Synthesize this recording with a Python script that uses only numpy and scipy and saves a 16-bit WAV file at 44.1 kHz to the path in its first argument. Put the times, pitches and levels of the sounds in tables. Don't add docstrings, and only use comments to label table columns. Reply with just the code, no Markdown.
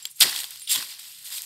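import sys
import numpy as np
from scipy import signal
from scipy.fft import rfft, irfft, next_fast_len
from scipy.io import wavfile
from scipy.ndimage import map_coordinates

SR = 44100
rng = np.random.default_rng(int(sys.argv[2]) if len(sys.argv) > 2 else 0)


def transcribe(signal):
    frames = np.atleast_2d(signal).T
    limited = np.clip(frames, -1, 1)
    pcm = np.round(limited * 32767).astype(np.int16)
    wavfile.write(sys.argv[1], SR, pcm)


def rack_gain(trim_db):
    fader = np.asarray(trim_db, float)
    return 10 ** (fader / 20)


N = 63945


def unit(x):
    return x / np.sqrt(np.mean(x ** 2) + 1e-20)


def filtered(x, response):
    m = next_fast_len(N + 8192)
    return irfft(rfft(x, m) * response(np.fft.rfftfreq(m, 1 / SR)), m)[..., :N]


def coloured(x, points):
    f, v = np.transpose(points)

    def gain(hz):
        return rack_gain(np.interp(np.log(hz + 1), np.log(f + 1), v, left=-120, right=v[-1]))

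    return unit(filtered(x, gain))


def resonance(c_hz, width_hz):
    return lambda f: 1j * f * width_hz / (c_hz ** 2 - f * f + 1j * f * width_hz + 1e-9)


def wobble(rate):
    knots = rng.standard_normal(200 + int(N / SR) * 800)
    return map_coordinates(knots, [np.arange(N) * rate / SR])


def curves(rows):
    s, *cols = np.transpose(rows)
    return [np.interp(np.arange(N) / SR, s, c) for c in cols]


def gated_curve(rows):
    s, db = np.transpose(rows)
    return np.interp(np.arange(N) / SR, s, db, left=-120, right=-120)


HISS_DB = 3


def crackle(lo_hz, hi_hz, per_s, spread_db, sharp, count):
    out = np.zeros(N)
    for c in np.geomspace(lo_hz, hi_hz, count):
        fires = rng.random(N) < per_s / count / SR
        sign = np.sign(rng.standard_normal(N))
        strength = rack_gain(spread_db * np.minimum(rng.exponential(1, N), 4))
        clicks = unit(fires * sign * strength)
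        ring = resonance(c, c / sharp)
        ringing = filtered(filtered(clicks, ring), ring)
        out += ringing / np.sqrt(c / hi_hz) ** 0.11
    return unit(out) + rack_gain(HISS_DB) * rng.standard_normal(N)


# (time [s], tearing level [dB], treble level [dB])
TEARING_LEVELS = [(0, -49.5, -51), (.02, -49, -52.5), (.045, -51, -51.5), (.075, -50, -51),
                  (.095, -53.5, -56), (.115, -60.5, -44), (.128, -62, -60), (.137, -77, -64),
                  (.165, -60, -47.5), (.193, -49, -48), (.195, -41.5, -47.5), (.2035, -42, -26),
                  (.2055, -29, -13.5), (.210, -8.5, -13), (.216, -18, -21.5), (.224, -12.5, -11.5),
                  (.236, -16.5, -19), (.240, -27, -25), (.27, -25.5, -31), (.30, -32, -32),
                  (.342, -35, -36.5), (.365, -34.5, -35), (.406, -35.5, -32), (.422, -40, -37),
                  (.430, -45.5, -41.5), (.448, -38.5, -36.5), (.472, -46, -45), (.505, -47, -48.5),
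                  (.512, -44, -45), (.57, -48, -46.5), (.60, -49, -49), (.638, -49.5, -50),
                  (.662, -53, -52), (.673, -51, -55), (.676, -42, -40), (.692, -37, -52),
                  (.694, -36, -28.5), (.710, -26.5, -29), (.718, -25, -20), (.735, -27.5, -28.5),
                  (.748, -31, -26), (.760, -24, -27), (.766, -33, -31), (.80, -34, -36), (.83, -36, -37),
                  (.88, -44.5, -44), (.91, -39, -41), (.98, -50, -51.5), (1.0, -45, -45),
                  (1.09, -47, -44.5), (1.15, -49.5, -48), (1.24, -51, -48), (1.26, -42, -35),
                  (1.295, -47, -43), (1.32, -39, -37.5), (1.38, -38, -33.5), (1.41, -42.5, -44),
                  (1.45, -48.5, -41.5)]
# (frequency [Hz], gain [dB])
TEARING_TONE = [(710, -23), (1200, -21), (1370, -15.5), (1650, -17), (1980, -9), (2320, -8), (3390, -0.5),
                (4440, 0), (4830, 1), (5970, -7.5), (6500, -17), (8450, -22), (14300, -120)]
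# (frequency [Hz], gain [dB])
TREBLE_TONE = [(3530, -18), (6000, -10.5), (6560, -4), (8480, 3), (10100, -5), (11700, 1), (15200, -8.5)]
# (time [s], crunch level [dB], thud level [dB])
CORE_LEVELS = [(0.0, -65, -89), (0.044, -67, -78), (0.052, -54, -69), (0.116, -76, -93), (0.188, -74, -87),
               (0.21, -46, -84), (0.222, -28, -54), (0.254, -36, -40.5), (0.302, -42.5, -55.5),
               (0.366, -43, -62.5), (0.424, -54, -67.5), (0.436, -46.5, -76), (0.452, -55, -81),
               (0.468, -58, -85), (0.552, -59.5, -79), (0.666, -88, -84), (0.69, -70, -82),
               (0.722, -49, -79), (0.746, -50, -77), (0.754, -37, -61.5), (0.79, -46, -46.5),
               (0.814, -46, -64), (0.826, -47, -60), (0.848, -57, -64), (0.98, -62, -86),
               (1.054, -61.5, -76.5), (1.174, -71.5, -83), (1.292, -59.5, -78), (1.324, -55.5, -73),
               (1.45, -62.5, -88)]
# (frequency [Hz], gain [dB])
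CRUNCH_TONE = [(290, -45), (500, -16.5), (1110, -2), (1200, -8.5), (2000, 1), (2600, -41), (4400, -120)]
# (frequency [Hz], gain [dB])
THUD_TONE = [(35, -39), (60, -4), (102, -1), (171, -5), (291, 0.5), (600, -5.5), (780, -42), (1320, -120)]
# (time [s], level [dB])
HOLLOW_LEVELS = [(.205, -58), (.210, -18), (0.226, -16.5), (.238, -34), (.25, -42), (.30, -70),
                 (0.673, -70), (0.675, -29.5), (0.693, -50), (0.694, -28.5), (.72, -32), (.745, -31.5),
                 (.762, -24.5), (.775, -35.5), (.80, -57)]
HOLLOW_HZ, HOLLOW_WIDTH_HZ = 3400, 740


def tearing():
    level_db, treble_db = curves(TEARING_LEVELS)
    crunch_db, thud_db = curves(CORE_LEVELS)
    clumps = 0.5 * wobble(59.4) + 0.81 * wobble(250)

    mid = coloured(crackle(1297, 6600, 3500, 1.6, 5.2, count=12), TEARING_TONE)
    mid = mid * rack_gain(level_db + clumps + 0.27 * wobble(119.1))
    top = coloured(crackle(6330, 14840, 5000, 2.6, 6.4, count=10), TREBLE_TONE)
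    top = top * rack_gain(treble_db + clumps + 0.42 * wobble(150))

    crunch = coloured(crackle(501, 2070, 600, 1.5, 1.9, count=5), CRUNCH_TONE)
    crunch = crunch * rack_gain(crunch_db + 0.85 * clumps + 0.53 * wobble(90))
    thud = coloured(rng.standard_normal(N), THUD_TONE) * rack_gain(thud_db + 0.86 * wobble(71.35))

    body = resonance(HOLLOW_HZ, HOLLOW_WIDTH_HZ)
    hollow = unit(filtered(rng.standard_normal(N), lambda f: body(f) ** 2))
    hollow = hollow * rack_gain(gated_curve(HOLLOW_LEVELS) + clumps)
    return mid + top + crunch + thud + hollow


# (time [s], ring level [dB], pitch [Hz], crack level [dB], t60 [s])
FIBRE_SNAPS = [(0.0538, -10.5, 3366, -12.5, 0.015), (0.1952, -30, 4660, -26, 0.0088),
               (0.202, -35, 4600, -24, .008), (0.2216, -10, 3500, -6, 0.0027),
               (.2375, -0.5, 3660, -7, 0.002), (0.2944, -10, 4680, -21, 0.032),
               (0.3284, -15, 1840, -33, 0.0047), (0.3617, -16, 3400, -16, 0.015),
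               (0.3897, -16.5, 5460, -24, 0.012), (0.4033, -16.5, 4100, -13.5, 0.0048),
               (0.4339, -20.5, 3140, -22, .012), (0.4421, -12.5, 3450, -21, 0.012),
               (0.5067, -33, 4240, -20, 0.022), (0.521, -45, 3800, -27, 0.009),
               (.5592, -25, 3460, -22.5, 0.0052), (0.5966, -45, 5000, -21.5, 0.0053),
               (.6190, -24.5, 3430, -26, 0.0054), (.7190, -20, 4000, -30, 0.0034),
               (.7515, -30, 3400, -24, 0.0034), (.7575, -23, 3300, -16, 0.0034),
               (0.8258, -16.5, 1590, -29.5, 0.0092), (.9050, -36, 3900, -21.5, .003),
               (0.9547, -34, 4740, -42, 0.0049), (0.9928, -24.5, 4500, -26, 0.0079),
               (0.9959, -38, 4470, -21, 0.0067), (1.2539, -37, 5060, -29, .005),
               (1.2725, -31, 4900, -30, 0.0044), (1.3246, -24.5, 4600, -18, 0.0039),
               (1.3800, -21, 3920, -28, 0.0055), (1.3830, -19.5, 3600, -19, 0.013),
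               (1.42, -47, 3700, -12, 0.0022), (1.4330, -29, 3500, -28, .003)]
RING_SHARE = .8


def snaps():
    out, t = np.zeros(N + SR), np.arange(600) / SR
    crack = coloured(rng.standard_normal(N), TREBLE_TONE)
    grit = coloured(rng.standard_normal(N), TEARING_TONE)

    def peak(v):
        return v / np.abs(v).max()

    for s, db, hz, treble_db, t60 in FIBRE_SNAPS:
        i = round(s * SR)
        here = slice(i, i + len(t))
        fade = rack_gain(-60 * t / max(t60, .002)) * (1 - np.exp(-t / 0.00012))
        ring = RING_SHARE * np.sin(2 * np.pi * hz * t) + grit[here]
        out[here] += rack_gain(db - 5.0) * peak(fade * ring)
        out[here] += rack_gain(treble_db - 3.0) * peak(fade * crack[here])
    return out[:N]


# (frequency [Hz], t60 [s])
BLADE_MODES = [(7585, .09), (9245, .14), (10860, .09), (12500, .07)]
# (time [s], then the level of each of the four modes [dB])
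BLADE_TOUCHES = [(.0235, -33.5, -61, -41, -50), (.0541, -33, -44, -48, -49), (.099, -43, -42, -52, -47),
                 (.158, -46, -58, -56, -48), (.572, -42, -58, -58, -58), (.605, -34, -54, -44, -54),
                 (.620, -44, -35.5, -63, -58), (.670, -42, -37, -48, -52)]
# (time [s], rub noise level [dB])
RUB_LEVELS = [(0.67, -53), (0.71, -28.5), (0.726, -27), (0.79, -52)]
RUB_GAINS = (24.4, 21.6, 13.5, 13)
TOUCH_RISE_S, WAVER_DB = .002, 3.5


def blade():
    out, t = np.zeros((len(BLADE_MODES), N + SR)), np.arange(SR // 4) / SR
    onset = 1 - np.exp(-t / TOUCH_RISE_S)
    for s, *levels in BLADE_TOUCHES:
        i = round(s * SR)
        phases = rng.random(len(BLADE_MODES))
        for k, ((hz, t60), turn) in enumerate(zip(BLADE_MODES, phases)):
            decay = rack_gain(levels[k] - 60 * t / t60)
            out[k, i:i + len(t)] += decay * onset * np.sin(2 * np.pi * (hz * t + turn))
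    rings = sum(mode[:N] * rack_gain(WAVER_DB * wobble(130.6)) for mode in out)

    rub = rng.standard_normal(N) * rack_gain(gated_curve(RUB_LEVELS) + 1.9 * wobble(200))
    singing = sum(rack_gain(db) * filtered(rub, resonance(hz, 67))
                  for (hz, _), db in zip(BLADE_MODES, RUB_GAINS))
    return rings + singing


# (frequency [Hz], gain [dB])
HISS_TONE = [(240, -50), (400, -30), (1400, -18), (3200, -6), (7500, -3), (15200, -14)]
# (frequency [Hz], gain [dB])
RUMBLE_TONE = [(24, -37), (40, -7), (64, 0), (101, -7), (133, 1.5), (222, -13.5), (500, -30), (650, -53),
               (1100, -120)]
AIR_DB, RUMBLE_DB = -58, -75


def air():
    hiss = rack_gain(AIR_DB) * coloured(rng.standard_normal(N), HISS_TONE)
    rumble = rack_gain(RUMBLE_DB + 1.9 * wobble(11.8)) * coloured(rng.standard_normal(N), RUMBLE_TONE)
    return hiss + rumble


# (frequency [Hz], half-width [Hz], side level against mid [dB], phase [rad])
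PORT_BANDS = [(1897, 210, -10.5, 0.79), (9650, 870, -13, 2.2)]


def scene():
    mid = tearing() + snaps() + blade() + air()

    def difference(f):
        return sum(rack_gain(db) * np.exp(1j * turn - ((f - hz) / w) ** 4) for hz, w, db, turn in PORT_BANDS)

    side = filtered(mid, difference)
    return np.array([mid + side, mid - side])


def top_cut(x):
    return signal.sosfilt(signal.butter(12, 16650, fs=SR, output="sos"), x)


CEILING = .85
LOW_CUT_HZ, TOP_HZ = 67, 15750


def record(dry):
    soft = dry / (1 + np.abs(dry / CEILING) ** 4) ** (1 / 4)

    def band(hz):
        return (hz < TOP_HZ) / np.sqrt(1 + (LOW_CUT_HZ / (hz + 1)) ** 6)

    mix = filtered(soft, band)
    return top_cut(mix)


dry = scene()
out = record(dry)
transcribe(out)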